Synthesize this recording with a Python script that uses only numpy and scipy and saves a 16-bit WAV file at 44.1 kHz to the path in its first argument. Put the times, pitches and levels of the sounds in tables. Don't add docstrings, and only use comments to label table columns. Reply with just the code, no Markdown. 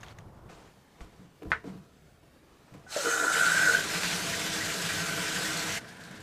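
import sys
import numpy as np
from scipy import signal
from scipy.fft import rfft
from scipy.io import wavfile
from scipy.ndimage import uniform_filter1d

SR = 44100
rng = np.random.default_rng(int(sys.argv[2]) if len(sys.argv) > 2 else 0)


def nominal_scale(level):
    x = np.asarray(level, float) / 20
    return 10 ** x


def unload_wav(signal):
    wavfile.write(
        sys.argv[1],
        SR,
        np.round(np.clip(np.atleast_2d(signal).T, -1, 1) * 32767).astype(np.int16),
    )


N = 274302
T = np.arange(N) / SR

INDOORS_S, HALF_FULL_S = .488, 5.787
YARD_DB, ROOM_DB = -49.5, -59.5
PLUG_S, PLUG_DB, PLUG_HZ = 1.5176, -10, 1720
CRACK_S, WIDE_S = 2.866, 3.74
WHINE_HZ, WHINE_CLIMB_HZ_PER_S = 1393, 167
BURST_S = .0036
JET_HZ, JET_CLIMB_HZ_PER_S = 6130, 3700
HISS_DB, LIFT_DB, LIFT_S, WIDE_DB, WIDENING_S = -36, -41, 0.036, -14.5, 0.048
EMPTY_HZ, FULL_HZ, FILL_S = 600, 462.4, .035
LANDS_S, STREAM_DB = 3.325, -37.5
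TRICKLE_DB, BOOM_DB, SHALLOW_DB, DEEPEN_S, CUSHION_DB_PER_S = -56, -40.5, -11.5, 0.58, -2
WALLS_DB = -43.5
SUDS_DB, POUR_DB = -62, -47.5

# frequency in Hz, density in dB per Hz.
YARD_COLOUR = [(18, -47), (30, -17), (102, -1.5), (320, -22), (364, -12.5), (415, -19), (978, -21),
               (2370, -39.5), (15000, -52)]
# frequency in Hz, density in dB per Hz.
SCRAPE_COLOUR = [(800, 3.0), (2000, 2), (6000, -10.5), (15000, -24)]
# start in seconds, peak level in dB, pitch in Hz.
BRISTLES = [
    (.0095, -48, 6500),
    (0.0317, -33, 1640),
    (0.0345, -34, 1500),
    (.0645, -44, 3200),
    (0.084, -38, 3420),
    (.107, -50, 4500),
    (.112, -45, 4400),
    (.124, -50, 3200),
    (0.186, -37, 1800),
    (.2065, -51, 3100),
]
# time in seconds, scrape level in dB.
SWEEP = [(.004, -56), (.03, -62), (.033, -51.5), (.055, -57.5), (0.125, -60), (0.14, -70), (0.185, -70),
         (0.188, -46), (0.194, -71), (0.24, -76)]
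# frequency in Hz, density in dB per Hz.
ROOM_COLOUR = [(15, -37), (25, -28), (54, 1.5), (96, -6), (128, -0.5), (244, -6), (441, -8), (659, -15),
               (754, -14), (1040, -19.5), (1320, -17), (1980, -21.5), (2880, -22.5), (15200, -35.5)]
# frequency in Hz, density in dB per Hz.
CLOTH_COLOUR = [(200, -3.5), (450, -5), (1200, -7), (2500, -16), (5000, -21.5), (8000, -24), (15300, -49)]
# peak in seconds, level in dB, swell, t60 and hold in seconds.
RUSTLES = [(.493, -53, .004, 0.8, 0.015), (.5, -55.5, .01, 0.31, 0.17), (1.0, -62.5, 0.51, 1.4, 0.23),
           (1.012, -48, .012, .22, .0), (1.505, -49.5, .008, .35, 0.025), (1.679, -50, 0.057, 0.4, .0),
           (2.349, -68, .12, .4, 0.017), (2.517, -63, 0.14, 1.8, 0.0025), (2.72, -59, 0.24, 0.35, .0),
           (2.749, -55, 0.036, 0.26, .0), (2.83, -60, .04, .3, 0.058)]
# frequency in Hz, width in Hz, level in dB.
SHELL = [(102.4, 5.7, -6.5), (167, 26.4, 4), (315.7, 6.8, 0), (425, 65, 0), (468, 10, -9),
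         (671.6, 7.5, -2.5), (983, 22, -6)]
# peak in seconds, level in dB, swell and t60 in seconds.
RUBS = [(.498, -48, .008, 0.46), (.774, -58, .04, .12), (1.012, -55.5, 0.18, 1.2), (1.422, -43, 0.012, 0.2),
        (1.47, -47, .03, 0.44), (1.505, -42, .007, .05), (1.647, -46.5, 0.021, 0.91),
        (2.237, -51, 0.016, 0.048), (2.279, -57, .02, 0.12), (2.715, -64, 0.29, .4),
        (2.749, -47, 0.041, 0.29)]
# start in seconds, peak level in dB, pitch in Hz, t60 in seconds.
BUMPS = [(.54, -59, 45, 0.18), (1.011, -37.5, 47, 0.068), (1.195, -38.5, 179, 0.061),
         (1.25, -49.5, 173, 0.14), (1.421, -30, 430, 0.038), (1.433, -34, 316, 0.059),
         (1.456, -31.5, 162, 0.058), (1.472, -38, 76, 0.16), (1.516, -38, 100, 0.069),
         (1.531, -38, 434, 0.048), (1.643, -32.5, 405, 0.052), (1.654, -31.5, 263, 0.063),
         (1.675, -30.5, 191, 0.065), (1.702, -34.5, 210, 0.04), (1.731, -47, 254, .05),
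         (1.755, -33.5, 184, 0.066), (2.722, -38, 152, 0.058), (2.74, -47, 303, 0.064),
         (2.745, -48, 520, .07), (2.749, -45, 172, .1)]
# start in seconds, peak level in dB, body pitch in Hz, edge level in dB.
TICKS = [(.490, -54, 2300, -54), (1.007, -50, 1980, -54), (1.423, -56, 2500, -63), (1.642, -52, 1300, -62),
         (2.740, -57, 2000, -48), (4.034, -29.5, 2330, -38), (4.13, -29, 2300, -40), (5.97, -62, 3000, -50),
         (6.038, -49, 4480, -39), (6.112, -57, 5500, -41), (6.205, -58, 5007, -40)]
# frequency in Hz, level in dB, t60 in seconds.
PLUG_RING = [(805, -25, 0.18), (980, -12, 0.076), (1110, -15, 0.092), (1297, 1, 0.12), (1505, 0, 0.17),
             (1480, -11, 0.11), (1809, -22, 0.1), (2110, 6.5, 0.073), (2283, -4, 0.1), (2480, -8, 0.1),
             (3270, -5.5, 0.065), (4400, -13.5, 0.083)]
# frequency in Hz, density in dB per Hz.
HISS_COLOUR = [(410, -7.5), (700, -9), (1200, -13.5), (1400, 0), (1620, -8.5), (1990, -16), (2200, -19),
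               (2380, -23), (2780, -23), (3690, -16), (4830, -18), (7490, -13), (15200, -31)]
# frequency in Hz, width in Hz, level in dB.
PIPE = [(2470, 110, 5.5), (2990, 60, 2.5), (3690, 36, 0), (4110, 45, -1), (4590, 30, -12), (5290, 120, -4),
        (6250, 100, 3), (6610, 28, 3), (7290, 41, -2.5), (7800, 65, 0), (8030, 50, -2), (8660, 150, -4)]
# time in seconds, whine level in dB.
WHINE_LEVEL = [(2.86, -66), (2.9, -50), (2.94, -42), (3.014, -31.5), (3.09, -21.5), (3.25, -25.5),
               (3.65, -18), (3.72, -25), (3.77, -27), (3.856, -31), (4.0, -41)]
# frequency in Hz, width in Hz, level in dB.
SIDE_PIPES = [(1728, 20, 3.5), (1922, 9.5, -1)]
# peak in seconds, peak level in dB, pitch in Hz.
WHINE_BURSTS = [(3.06, -22.4, 1430), (3.0745, -23.9, 1420), (3.0863, -23.0, 1400), (3.1175, -35, 1460),
                (3.1287, -27, 1440), (3.1387, -24.9, 1450), (3.1468, -25, 1431), (3.1628, -24, 1410),
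                (3.1783, -26, 1410), (3.1931, -27, 1410), (3.2011, -23.8, 1452), (3.2148, -22, 1425),
                (3.234, -27.3, 1499), (3.2416, -22, 1470), (3.249, -22, 1409), (3.2707, -20, 1440),
                (3.2829, -18, 1429), (3.2988, -21, 1470), (3.3077, -24, 1380), (3.3183, -18.5, 1420),
                (3.3451, -24, 1500), (3.3596, -18.6, 1439), (3.3702, -22.0, 1440), (3.3822, -23, 1494),
                (3.3979, -19.5, 1440), (3.413, -17, 1475), (3.4258, -19.1, 1500), (3.435, -17.2, 1430),
                (3.4449, -18, 1430), (3.456, -27, 1564), (3.4672, -17, 1456), (3.4772, -15.5, 1460),
                (3.4854, -16.5, 1432), (3.5029, -23.4, 1566), (3.5206, -16.5, 1502), (3.534, -22.3, 1510),
                (3.5406, -24.5, 1498), (3.554, -22, 1610), (3.5703, -19.5, 1574), (3.5785, -18.5, 1526),
                (3.5953, -19, 1505), (3.6158, -22, 1543), (3.6231, -19, 1519), (3.6346, -24, 1600),
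                (3.6454, -19.9, 1491), (3.6537, -19.8, 1509), (3.664, -19.5, 1511), (3.676, -13.7, 1496),
                (3.6836, -14, 1469), (3.6986, -13.5, 1480), (3.712, -20.5, 1472), (3.7274, -26.7, 1470),
                (3.7396, -25.0, 1541), (3.751, -12, 1530), (3.7701, -22, 1510), (3.7778, -27, 1519),
                (3.7897, -25, 1586), (3.81, -24, 1530)]
# start in seconds, peak level in dB, pitch in Hz, t60 in seconds.
KNOCKS = [
    (2.865, -48, 1494, 0.25),
    (2.865, -50, 745, 0.091),
    (2.9632, -19, 587, 0.044),
    (2.9632, -28, 498, 0.067),
    (2.9632, -36, 840, 0.026),
    (2.9634, -37, 340, 0.071),
    (2.974, -29, 600, 0.08),
    (3.07, -35, 325, .12),
    (3.066, -39, 680, .08),
]
# peak in seconds, level in dB, swell, t60 and hold in seconds.
COUGHS = [
    (2.985, -35.5, 0.012, 0.17, 0.017),
    (3.049, -30.5, 0.012, 0.11, 0.038),
    (3.118, -40, .012, 0.15, 0.015),
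    (3.354, -39.5, 0.022, 0.18, 0.024),
    (3.686, -38.5, .02, 0.19, 0.022),
    (3.75, -42, .015, .2, 0.013),
]
# peak in seconds, level in dB, swell, t60 and hold in seconds.
WHOOSH = (2.925, -42, .04, .7, .12)
# frequency in Hz, density in dB per Hz.
WHOOSH_COLOUR = [(1500, -25), (2500, -2), (3400, -8), (4200, 2), (4700, -6), (5300, -5), (7000, -30)]
# peak in seconds, level in dB, swell and t60 in seconds.
SLAPS = [
    (3.08, -36, 0.089, 0.31),
    (3.25, -35, 0.24, 0.28),
    (3.45, -52, .1, 1.3),
]
# frequency in Hz, density in dB per Hz.
SPLASH_COLOUR = [(20, -50), (60, -18.5), (160, -15), (220, -40), (500, -13), (800, -15.5), (1150, -16),
                 (1500, -8), (2300, -13), (3500, -12), (7700, -15.5), (10000, -23.5), (13000, -26),
                 (15300, -37)]
# centre in seconds, change in dB, width in seconds.
SURGES = [
    (3.6, 1, .1),
    (3.765, 2, 0.038),
    (3.865, -3, 0.02),
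    (3.95, 3, 0.034),
    (4.045, 2.5, .03),
    (4.135, 2, 0.037),
    (5.64, -0.5, 0.026),
    (5.72, 0.5, 0.13),
]
# peak in seconds, level in dB, ring in Hz.
SPLATS = [(3.33, -47, 2870), (3.4, -44, 10800), (3.4, -40.5, 4000), (3.46, -39, 4400), (3.49, -39, 3900),
          (3.765, -39, 3080), (3.905, -35.5, 1930), (3.955, -36, 1920), (4.128, -36, 2490),
          (4.33, -40, 1860), (4.33, -42, 2200), (4.585, -47, 1640), (4.61, -37, 1920), (4.7, -41, 2330),
          (4.895, -41, 1820), (4.895, -42, 2550), (5.265, -42, 2250), (5.375, -47, 2300), (5.45, -41, 1850),
          (5.48, -41, 1950), (5.705, -41, 2110), (5.77, -41, 1900)]
# frequency in Hz, width in Hz, level in dB.
SPOUT = [(1416, 44, 11), (1524, 45, 18.5), (1640, 60, 1), (1930, 40, 6), (2310, 62, 9), (2510, 34, -1)]
# peak in seconds, level in dB, swell, t60 and hold in seconds.
SONGS = [
    (3.9, -44, 0.12, 1.5, 0.46),
    (4.45, -43.5, 0.13, 4, 0.29),
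    (4.95, -36.5, 0.13, 1.7, 0.14),
    (5.37, -37.5, 0.21, .45, 0.19),
    (5.72, -52, .1, 1.5, .0),
]
# frequency in Hz, density in dB per Hz.
FOAM_COLOUR = [(18, -60), (30, -32), (64, -35), (97, -18), (181, 0), (268, -18), (500, -15.5), (667, -13.5),
               (1150, -19), (1620, -6.5), (1840, -14), (3500, -21.5), (7920, -29.5), (15200, -44)]
# peak in seconds, level in dB, swell and t60 in seconds.
FIZZES = [
    (5.81, -53, .02, .12),
    (5.89, -47.5, 0.033, .15),
    (5.97, -55, .01, .06),
    (6.012, -49, .025, .12),
    (6.05, -48, 0.02, 0.13),
    (6.16, -51, .02, .12),
    (6.22, -55, 0.03, .1),
]


def evened(x):
    return x / np.sqrt(np.mean(x ** 2) + 1e-20)


def follow(rows, k, rise=0.019, fall=0.016):
    columns = np.transpose(rows)
    s = columns[0]
    edges = np.clip((T - s[0]) / rise + 1, 0, 1) * np.clip((s[-1] - T) / fall + 1, 0, 1)
    return nominal_scale(np.interp(T, s, columns[k])) * edges


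def stroke(s, db, swell, t60, hold=0):
    after = np.maximum(T - s - hold, 0)
    return np.clip((T - s) / max(swell, 1e-3) + 1, 0, 1) ** 2 * nominal_scale(db - 60 * after / max(t60, 1e-2))


def strokes(rows):
    return np.sqrt(sum(stroke(*row) ** 2 for row in rows))


def since(s, rise):
    return np.clip((T - s) / rise + 1, 0, 1)


def band_rms(x, lo_hz, hi_hz):
    hz = np.fft.rfftfreq(len(x), 1 / SR)
    band = rfft(x)[(hz > lo_hz) & (hz < hi_hz)]
    return np.sqrt(2 * np.sum(abs(band) ** 2)) / len(x)


def noise(points, patchy_db=1.5, flicker_db=1.0, size=512):
    frames, hz = 4 * N // size + 5, np.fft.rfftfreq(size, 1 / SR)
    a, b, patches = rng.standard_normal((frames, len(hz), 3)).T
    patches = uniform_filter1d(patches, size=7, axis=0)
    patches = evened(uniform_filter1d(patches, size=20, axis=1))
    flicker = evened(uniform_filter1d(rng.standard_normal(frames), size=5))
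    f, db = np.transpose(points)
    colour = np.interp(np.log(hz + 1), np.log(f), db)[:, None]
    z = (a + 1j * b) * nominal_scale(colour + patchy_db * patches + flicker_db * flicker)
    return evened(signal.istft(z, nperseg=size, noverlap=3 * size // 4)[1][:N])


def resonate(x, hz, width):
    turn = np.exp(2j * np.pi * np.cumsum(hz * np.ones(N)) / SR)
    r = np.exp(-np.pi * width / SR)
    return 2 * (turn * signal.lfilter([1 - r], [1, -r], x / turn)).real


def body(x, modes):
    return evened(sum(nominal_scale(db) * evened(resonate(x, hz, width)) for hz, width, db in modes))


def lumps(smooth_s, depth_db):
    size = max(round(smooth_s * SR), 2)
    drift = uniform_filter1d(uniform_filter1d(rng.standard_normal(N), size), size)
    return evened(nominal_scale(depth_db * evened(drift)))


def wavering(x, modes, smooth_s, depth_db, drift):
    return evened(sum(nominal_scale(db) * lumps(smooth_s, depth_db) * evened(resonate(x, hz * lumps(smooth_s, drift), width))
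                      for hz, width, db in modes))


def add(mix, s, db, hz, t60, rise=0.0007):
    start = round(s * SR)
    t = np.arange(min(round(t60 * SR), N - start)) / SR
    ring = np.sin(2 * np.pi * hz * t) * np.minimum(t / rise, 1)
    mix[start:][:len(t)] += nominal_scale(db - 60 * t / t60) * ring


def blob(s, db, hz, width):
    t = np.arange(-3 * width, 3 * width, 1 / SR)
    return round((s - 3 * width) * SR), nominal_scale(db) * np.exp(-(t / width) ** 2) * np.cos(2 * np.pi * hz * t)


def walls(x, t60):
    taps = np.zeros(SR // 2)
    at = np.arange(60, len(taps) - 20, 20)
    taps[at + rng.integers(0, 20, len(at))] = rng.choice([-1., 1.], len(at))
    taps *= nominal_scale(-60 * T[:len(taps)] / t60)
    return signal.oaconvolve(x, taps / np.linalg.norm(taps))[:N]


def bubbles(per_s, lo_hz, hi_hz, cycles, spread_db, count=24):
    size = nominal_scale(spread_db * np.minimum(rng.exponential(1, N), 5)) * (rng.random(N) < per_s / SR)
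    which, out = rng.integers(0, count, N), np.zeros(N)
    for k, hz in enumerate(np.geomspace(lo_hz, hi_hz, count)):
        turns = np.arange(round(3 * cycles * SR / hz)) * hz / SR
        chirp = np.sin(2 * np.pi * turns * (1 + 0.077 * turns / cycles))
        chirp = chirp * np.exp(-turns / cycles * 2) * np.minimum(turns, 1)
        out += signal.oaconvolve(size * (which == k), chirp)[:N]
    return evened(out)


def yard():
    grit = np.zeros(N)
    for s, db, hz in BRISTLES:
        add(grit, s, db, hz, .007, .0002)
        add(grit, s, db - 10, hz * 1.74, .005, .0002)
        add(grit, s, db - 8.5, 6500, .005, .0002)
    grit = grit + nominal_scale(-7) * walls(grit, .06)
    scrape = noise(SCRAPE_COLOUR, 1.6, 1.7, size=256) * follow(SWEEP, 1, .002)
    return nominal_scale(YARD_DB) * noise(YARD_COLOUR, 0.74, 0.97, size=1024) + grit + nominal_scale(3.0) * scrape


def bather():
    rustle = noise(CLOTH_COLOUR, 1.5, 0.52, size=256)
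    rustle = rustle / band_rms(rustle, 720, 9000) * strokes(RUSTLES)
    rub = body(lumps(0.0041, 3.6) * rng.standard_normal(N), SHELL) * strokes(RUBS)
    bumps, ticks = np.zeros((2, N))
    for s, db, hz, t60 in BUMPS:
        add(bumps, s, db, hz, t60, .004)
        add(bumps, s, db + 1.5, hz * 1.38, t60 * 0.23, .002)
    for s, db, hz, edge_db in TICKS:
        add(ticks, s, db + 16.0, hz, .003, .0001)
        add(ticks, s, edge_db + 4.5, 7500, .0018, .0001)
        add(ticks, s, edge_db - 1, 11500, .0015, .0001)
    ticks = ticks + nominal_scale(-3) * walls(ticks, .07)
    return nominal_scale(-3.5) * rustle + nominal_scale(-3.0) * rub + bumps + nominal_scale(1.5) * walls(bumps, 0.26) + ticks


def drain_plug():
    snap, ring = np.zeros((2, N))
    add(snap, PLUG_S + .0002, PLUG_DB + 10.5, PLUG_HZ, .0042, .0007)
    add(snap, PLUG_S, PLUG_DB - 5.5, 1050, .006, .0007)
    add(snap, PLUG_S + 0.00018, PLUG_DB - 12.5, 3600, .004, .0002)
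    add(snap, PLUG_S + 0.00015, PLUG_DB - 26, 7200, .0008, .00005)
    for hz, db, t60 in PLUG_RING:
        add(ring, PLUG_S + 0.0011, PLUG_DB - 23 + db, hz, t60)
    add(ring, PLUG_S + 0.013, PLUG_DB - 7.0, 1450, .03, .0015)
    echoes = nominal_scale(-1) * walls(snap, .15) + nominal_scale(-22) * walls(snap, .4)
    return ring + echoes - snap


def valve_hiss():
    jet = noise(HISS_COLOUR, 1.4, .5, size=256)
    jet = jet + nominal_scale(-7) * wavering(jet, PIPE, 0.044, 4.1, 0.064)
    jet = signal.lfilter(*signal.butter(3, 520, "high", fs=SR), jet)
    first_s = COUGHS[0][0]
    tone_hz = JET_HZ + JET_CLIMB_HZ_PER_S * (np.clip(T, first_s, LANDS_S) - first_s)
    jet = jet + nominal_scale(-14.0) * evened(resonate(jet, tone_hz, 900))
    lifting_db = LIFT_DB * np.exp(-np.maximum(T - CRACK_S, 0) / LIFT_S)
    wide_db = WIDE_DB * since(WIDE_S + WIDENING_S, WIDENING_S)
    return jet / band_rms(jet, 5600, 8140) * nominal_scale(HISS_DB + lifting_db + wide_db) * since(CRACK_S, .03)


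def valve_whine():
    voids = rng.standard_normal(N)
    centre = WHINE_HZ + WHINE_CLIMB_HZ_PER_S * (np.clip(T, CRACK_S, WIDE_S) - CRACK_S)
    whine = evened(resonate(resonate(voids, centre, 146), centre, 230))
    strength = follow(WHINE_LEVEL, 1, 0.0046, .05) * np.clip((3.9 - T) / 0.083, 0, 1)
    branches = body(voids, SIDE_PIPES) * uniform_filter1d(strength, size=3000)
    whine = nominal_scale(-13.5) * whine * strength + nominal_scale(-15.0) * branches
    for s, db, hz in WHINE_BURSTS:
        start, tone = blob(s, db - 0.3, hz, BURST_S)
        whine[start:start + len(tone)] += tone
    for s, db, hz, t60 in KNOCKS:
        add(whine, s, db, hz, t60, .0015)
    return whine


def cough():
    air_hz = FULL_HZ + (EMPTY_HZ - FULL_HZ) * np.exp(-np.maximum(T - COUGHS[0][0], 0) / FILL_S)
    wobble_hz = 12 * evened(uniform_filter1d(rng.standard_normal(N), size=300))
    hum = np.sin(2 * np.pi * np.cumsum(air_hz + wobble_hz) / SR) * lumps(0.0073, 0.75)
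    hum = hum + nominal_scale(-10.5) * evened(resonate(rng.standard_normal(N), air_hz, 84))
    whoosh = noise(WHOOSH_COLOUR, 2.4, 1, size=256)
    return evened(hum) * strokes(COUGHS) + whoosh * stroke(*WHOOSH)


def drumming():
    wet = np.maximum(T - LANDS_S, 0)
    first = since(COUGHS[0][0], .004)
    boom_db = BOOM_DB + SHALLOW_DB * np.exp(-wet / DEEPEN_S) + CUSHION_DB_PER_S * wet
    weight = nominal_scale(TRICKLE_DB) * first + nominal_scale(boom_db) * since(LANDS_S, 0.013)
    boom = body(lumps(0.041, 0.8) * rng.standard_normal(N), SHELL[:2]) * weight
    wall_level = strokes(SLAPS) * first + nominal_scale(WALLS_DB) * since(LANDS_S + 0.17, .3)
    hum = body(lumps(0.028, 2.1) * rng.standard_normal(N), SHELL[2:]) * wall_level
    boom = signal.lfilter(*signal.butter(2, 70, "high", fs=SR), boom)
    return boom + signal.lfilter(*signal.butter(2, 230, "high", fs=SR), hum)


def stream():
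    wash = noise(SPLASH_COLOUR, 1.7, 1.1)
    spray = wash + nominal_scale(-8) * bubbles(3000, 1500, 9000, 4, 3.5)
    spray = spray + nominal_scale(-11) * bubbles(200, 1300, 3000, 12, 3)
    surge_db = sum(db * np.exp(-((T - s) / width) ** 2) for s, db, width in SURGES)
    spray = spray / band_rms(spray, 2200, 5500) * nominal_scale(STREAM_DB + surge_db) * since(LANDS_S, .0055)
    song = wavering(lumps(0.0092, 2.1) * rng.standard_normal(N), SPOUT, .06, 2.1, .1) * strokes(SONGS)
    smack = sum(evened(resonate(wash, hz, 0.096 * hz)) * stroke(s, db, 0.0069, 0.12) for s, db, hz in SPLATS)
    return smack + nominal_scale(-0.5) * spray + nominal_scale(-4.0) * song


def foam():
    pour = noise(FOAM_COLOUR, 1.5, 1.2)
    pour = pour + nominal_scale(-6.0) * body(rng.standard_normal(N), SHELL)
    pour = pour + nominal_scale(-28) * body(rng.standard_normal(N), SPOUT)
    fizz = bubbles(9000, 3000, 12000, 4, 2)
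    fizz = signal.lfilter(*signal.butter(2, 11500, fs=SR), fizz)
    return nominal_scale(0.5) * evened(pour) * nominal_scale(POUR_DB) + nominal_scale(-5.5) * fizz * (nominal_scale(SUDS_DB) + strokes(FIZZES))


def scene():
    indoors = np.clip((T - INDOORS_S) / 0.0053, 0, 1)
    late = np.clip((T - HALF_FULL_S) / 0.023 + .5, 0, 1)
    room = nominal_scale(ROOM_DB) * noise(ROOM_COLOUR, 2.36, 0.93, size=2048)
    water = nominal_scale(-2) * valve_hiss() + valve_whine() + cough() + stream()
    water = water + nominal_scale(-11) * walls(water, .2) + drumming()
    bath = (room + water) * (1 - late) + foam() * late + bather() + drain_plug()
    mono = yard() * (1 - indoors) + bath * indoors
    return np.array([mono, mono])


def top_cut(x):
    return signal.sosfilt(signal.butter(12, 15380, fs=SR, output="sos"), x)


def record(dry):
    edge = signal.firwin(401, 15330, window=("kaiser", 10), fs=SR)
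    mix = signal.oaconvolve(dry, edge[None], "same")
    return top_cut(mix)


dry = scene()
out = record(dry)
unload_wav(out)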